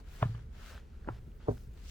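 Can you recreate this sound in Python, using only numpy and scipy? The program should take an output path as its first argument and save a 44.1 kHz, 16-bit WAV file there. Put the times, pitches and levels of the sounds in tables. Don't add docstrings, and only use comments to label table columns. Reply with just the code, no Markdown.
import sys
import numpy as np
from scipy import signal
from scipy.fft import rfft, irfft, next_fast_len
from scipy.io import wavfile
from scipy.ndimage import uniform_filter1d, map_coordinates

SR = 44100
rng = np.random.default_rng(int(sys.argv[2]) if len(sys.argv) > 2 else 0)


def attenuation_scalar(level_db):
    decades = np.asarray(level_db, float) / 20
    return 10 ** decades


def to_wav(sig):
    pcm = np.clip(np.atleast_2d(sig), -1, 1) * 32767
    pcm = np.round(pcm).astype(np.int16)
    wavfile.write(sys.argv[1], SR, pcm.T)


N = 83790


def unit(x):
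    return x / np.sqrt(np.mean(x ** 2) + 1e-20)


def along(points, hz):
    point_hz, value = np.transpose(points)
    return np.interp(np.log(hz + 1), np.log(point_hz + 1), value)


def filtered(x, response):
    size = next_fast_len(N + SR // 2)
    spectrum = rfft(x, size) * response(np.fft.rfftfreq(size, 1 / SR))
    return irfft(spectrum, size)[..., :N]


def rush(spectrum, side_points, patchy_db, slope_db, treble_db):
    treble_hz = 8500
    u = np.arange(N) / SR
    hz, t, z = signal.stft(rng.standard_normal((2, N)), SR, nperseg=512)
    patches = uniform_filter1d(rng.standard_normal(z.shape[1:]), size=6, axis=0)
    patches = unit(uniform_filter1d(patches, size=6, axis=1))
    octaves = np.log2(np.clip(hz, 300, None) / 3000)
    tilt = np.outer(octaves, np.interp(t, u, slope_db))
    shelf = hz ** 6 / (hz ** 6 + treble_hz ** 6)
    treble = np.outer(shelf, np.interp(t, u, treble_db))
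    pair = signal.istft(z * attenuation_scalar(patchy_db * patches + tilt + treble), nperseg=512)[1][:, :N]
    pair = filtered(pair, lambda f: attenuation_scalar(along(spectrum, f) + np.outer([0, 1], along(side_points, f))))
    return pair / pair[0].std()


def rumble_and_air():
    # frequency in Hz, relative density in dB per Hz.
    air_spectrum = [(12, -31), (20, -6), (64, 1), (78, -4.5), (92, -14), (202, -18.5), (238, -21.5),
                    (289, -28), (439, -25.5), (505, -33), (565, -37), (1160, -46), (1410, -41),
                    (1670, -44.5), (15500, -68)]
    # frequency in Hz, side over mid in dB.
    air_side = [(30, -38.5), (100, -41.5), (225, -26.5), (600, -13.5), (900, -7.5), (1400, -6.5),
                (2500, -5.5), (15000, -2)]
    still = np.zeros(N)
    mid, side = attenuation_scalar(-47.5) * rush(air_spectrum, air_side, patchy_db=0.0, slope_db=still, treble_db=still)
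    return np.array([mid + side, mid - side])


def swish():
    # time in seconds, relative level in dB, brightness in dB per octave.
    strokes = [(0, -63, -2.8), (.03, -75, -3.3), (.075, -65, -2), (0.144, -60, -1), (.21, -57.5, -0.2),
               (.28, -61, -1.6), (.4, -65.5, -4), (.49, -85, 2.5), (0.549, -64, -3), (.61, -58.5, -1.5),
               (.7, -53, -0.3), (0.776, -58, -3.5), (0.831, -73.5, -1.8), (1.06, -72, -1.8),
               (1.12, -65.5, -0.8), (1.17, -63, -3.6), (1.21, -76, 1.5), (1.375, -88.5, 10.2),
               (1.405, -65.5, -4), (1.47, -67.5, -1), (1.51, -66.5, 3.5), (1.64, -71, 3.5),
               (1.69, -80.5, 3), (1.78, -65, -0.5), (1.83, -65, 1), (1.86, -59.5, 2.5), (1.9, -55, 7.5)]
    # frequency in Hz, relative density in dB per Hz.
    cloth = [(290, -50), (500, -10), (1100, -11), (1300, -6), (1800, -8), (2300, -10), (4250, -12.5),
             (7000, -17.5), (9500, -24), (13000, -25), (15500, -24)]
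    # frequency in Hz, side over mid in dB.
    cloth_side = [(300, -24), (1000, -11.5), (1600, -13.5), (2500, -3), (5000, -4.5), (9000, -1),
                  (14000, -2.5)]
    # time in seconds, side gain in dB.
    width = [(0, .1), (.4, 1.5), (.56, 1), (.7, -1.5), (.73, -6), (1.2, -12), (1.39, -3.5), (1.5, 3),
             (1.54, -2), (1.72, -4), (1.8, 0.7), (1.9, 2)]
    # time in seconds, treble gain in dB.
    sheen = [(0, 8), (.075, 4), (.14, 7.5), (.2, 1.5), (.55, 2.5), (.7, -1), (.78, 2.5), (1.12, 2.5),
             (1.2, 3.5), (1.4, -2), (1.52, -1), (1.7, 6), (1.84, -1), (1.9, -17.5)]
    grain_db, left_share, grain_samples = 1.5, 0.12, 60
    t = np.arange(N) / SR
    stroke_s, stroke_db, stroke_slope = np.transpose(strokes)
    level_db = np.interp(t, stroke_s, stroke_db)
    slope_db = np.interp(t, stroke_s, stroke_slope)
    treble_db = np.interp(t, *np.transpose(sheen))
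    grain = map_coordinates(rng.standard_normal(N // grain_samples + 4), [np.arange(N) / grain_samples])
    hiss = rush(cloth, cloth_side, patchy_db=1.5, slope_db=slope_db, treble_db=treble_db)
    mid, side = attenuation_scalar(level_db + grain_db * grain) * hiss
    side = attenuation_scalar(np.interp(t, *np.transpose(width))) * (side + left_share * mid)
    return np.array([mid + side, mid - side])


def echo(x):
    # frequency in Hz, 60 dB decay time in seconds.
    echo_t60 = [(200, .25), (1000, 0.13), (5000, 0.067)]
    hz, t, z = signal.stft(rng.standard_normal((2, SR // 3)), SR, nperseg=256)
    decay = attenuation_scalar(-60 * t / along(echo_t60, hz)[:, None])
    tail = signal.istft(z * decay * (hz[:, None] > 200), SR, nperseg=256)[1]
    tail = tail / np.linalg.norm(tail[0])
    delayed = np.pad(x, (200, 0))
    return signal.fftconvolve(delayed[None], tail, axes=1)[:, :N]


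def grit():
    # start in seconds, envelope peak in dB, frequency in Hz, rise in cycles.
    ticks = [(.078, -57.5, 1460, 0.97), (.352, -55, 3020, 3.2), (0.778, -43, 1360, 0.55),
             (1.046, -52.5, 1530, 1.04), (1.149, -58, 3000, 0.26), (1.318, -61, 2870, 0.98),
             (1.572, -56, 1466, 1.64), (1.579, -42.5, 1990, 0.1), (1.676, -66, 8100, 3.6),
             (1.737, -64.5, 7500, 2.2)]
    out, t = np.zeros(N + SR), np.arange(SR // 50) / SR
    for s, db, hz, cycles in ticks:
        rise = t * hz / cycles
        envelope = np.e * rise * np.exp(-rise)
        out[round(s * SR):][:len(t)] += attenuation_scalar(db) * envelope * np.sin(2 * np.pi * hz * t)
    return out[:N]


def ring(modes, s, db, centre_hz, fall_db, share, rise, pitch=1, alternate=False):
    hz, level, t60 = np.transpose(modes)[..., None]
    t = np.clip(np.arange(SR // 2) / SR + round(s * SR) / SR - s, 0, None)
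    colour_db = -fall_db * np.log2(hz * pitch / centre_hz) ** 2
    gain = attenuation_scalar(level + colour_db - 60 * t / (t60 * share))
    sign = (-1.) ** np.arange(len(hz))[:, None] if alternate else 1
    modes_sum = np.sum(sign * gain * np.sin(2 * np.pi * hz * pitch * t), axis=0)
    attack = (1 - np.exp(-t * centre_hz / rise)) ** 2
    wave = -attack * modes_sum
    return np.pad(attenuation_scalar(db) * wave / np.abs(wave).max(), (round(s * SR), N))[:N]


def beam_thumps():
    # frequency in Hz, relative level in dB, 60 dB decay in seconds at a length share of 1.
    beams = [(77.8, -18.5, 0.2), (108.3, -9.5, 0.52), (114.7, 4.5, 0.49), (125.3, 7, 0.14),
             (145.9, -9.5, 0.6), (189, -33, 0.11)]
    # time in seconds, peak in dB, colour centre in Hz, ring length share.
    thumps = [(0.2236, -21, 134, 1.03), (0.2554, -24, 99, 0.4), (0.294, -30.5, 113, 0.42),
              (.347, -37.5, 110, 0.48), (1.1, -34.5, 105.3, 1.2), (1.269, -46.5, 103, 0.2),
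              (1.486, -25.5, 125, 0.58), (1.506, -31, 120, 0.28), (1.671, -42.5, 117, 0.85)]
    return sum(ring(beams, s, db, hz, 51, share, rise=0.17) for s, db, hz, share in thumps)


def scuff(white, s, centre_hz):
    rise_s, t60_s = 0.011, 0.16
    top_hz = centre_hz * 1.5
    noise = unit(filtered(white, lambda f: f / (f + 300) / (1 + (f / top_hz) ** 4)))
    since = np.arange(N) / SR - s
    before = np.exp(np.minimum(since, 0) / rise_s)
    after = attenuation_scalar(-60 * np.abs(since) / t60_s)
    return np.where(since < 0, before, after) * noise


def boot_knocks():
    # frequency in Hz, relative level in dB,
    # 60 dB decay in seconds.
    tread = [(200, -15, 0.069), (243.3, 6, 0.15), (402.6, 11, 0.064), (509, 1.5, 0.031),
             (582.6, 3.5, 0.053), (743, -5, 0.042), (918, 2, 0.018), (907, -9.5, 0.079),
             (1046, -0.5, 0.037), (1330, -40, .03), (1554, -4, 0.075), (2200, -11.5, 0.022),
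             (2630, -6.5, 0.018), (3150, -10, 0.021)]
    # time in seconds, ring peak in dB, tread pitch ratio, colour centre in Hz,
    # colour fall in dB per octave squared, ring length share, left lead in ms (negative: right leads).
    knocks = [(.2256, -26, 1.115, 2190, 3, 0.64, 0.075), (0.2269, -16.5, 1.084, 912, 15, 0.34, 0.062),
              (.348, -47.5, 1.115, 1520, 8, 0.67, 0.12), (1.0749, -32, .875, 323, -1, 0.067, 0.072),
              (1.0799, -36.5, .875, 690, -1, 0.23, 0.066), (1.0869, -23.5, .875, 970, 5, 0.39, 0.073),
              (1.276, -49, .875, 200, 6, 0.54, 0.11), (1.4833, -21, 1.001, 553, 10.5, 0.63, -0.097),
              (1.4899, -21.5, 1.001, 444, 7.5, 0.62, -0.14), (1.51, -33, 1.001, 328, 2, 0.82, -0.057)]
    scuff_db = -27.5
    out = np.zeros((2, N))
    white = rng.standard_normal(N)
    for s, db, pitch, centre_hz, fall_db, share, lead_ms in knocks:
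        board = ring(tread, s, db, centre_hz, fall_db, share, rise=0.3, pitch=pitch, alternate=True)
        knock = board + attenuation_scalar(db + scuff_db) * scuff(white, s, centre_hz)
        out += filtered(knock, lambda f: np.exp(1j * np.pi * np.outer([1, -1], f) * lead_ms / 1000))
    return out


def scene():
    steps = boot_knocks() + beam_thumps() + grit()
    return steps + attenuation_scalar(-31) * echo(steps.mean(axis=0)) + swish() + rumble_and_air()


def band_limit(x):
    return signal.sosfilt(signal.butter(12, 16810, fs=SR, output="sos"), x)


def record(dry):
    # frequency in Hz, side gain in dB.
    widen = [(60, 21.5), (300, 14), (800, 11), (1170, 12), (1240, 1.7)]
    mid = (dry[0] + dry[1]) / 2
    side = filtered((dry[0] - dry[1]) / 2, lambda f: attenuation_scalar(along(widen, f)))
    return band_limit(np.array([mid + side, mid - side]))


dry = scene()
out = record(dry)
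to_wav(out)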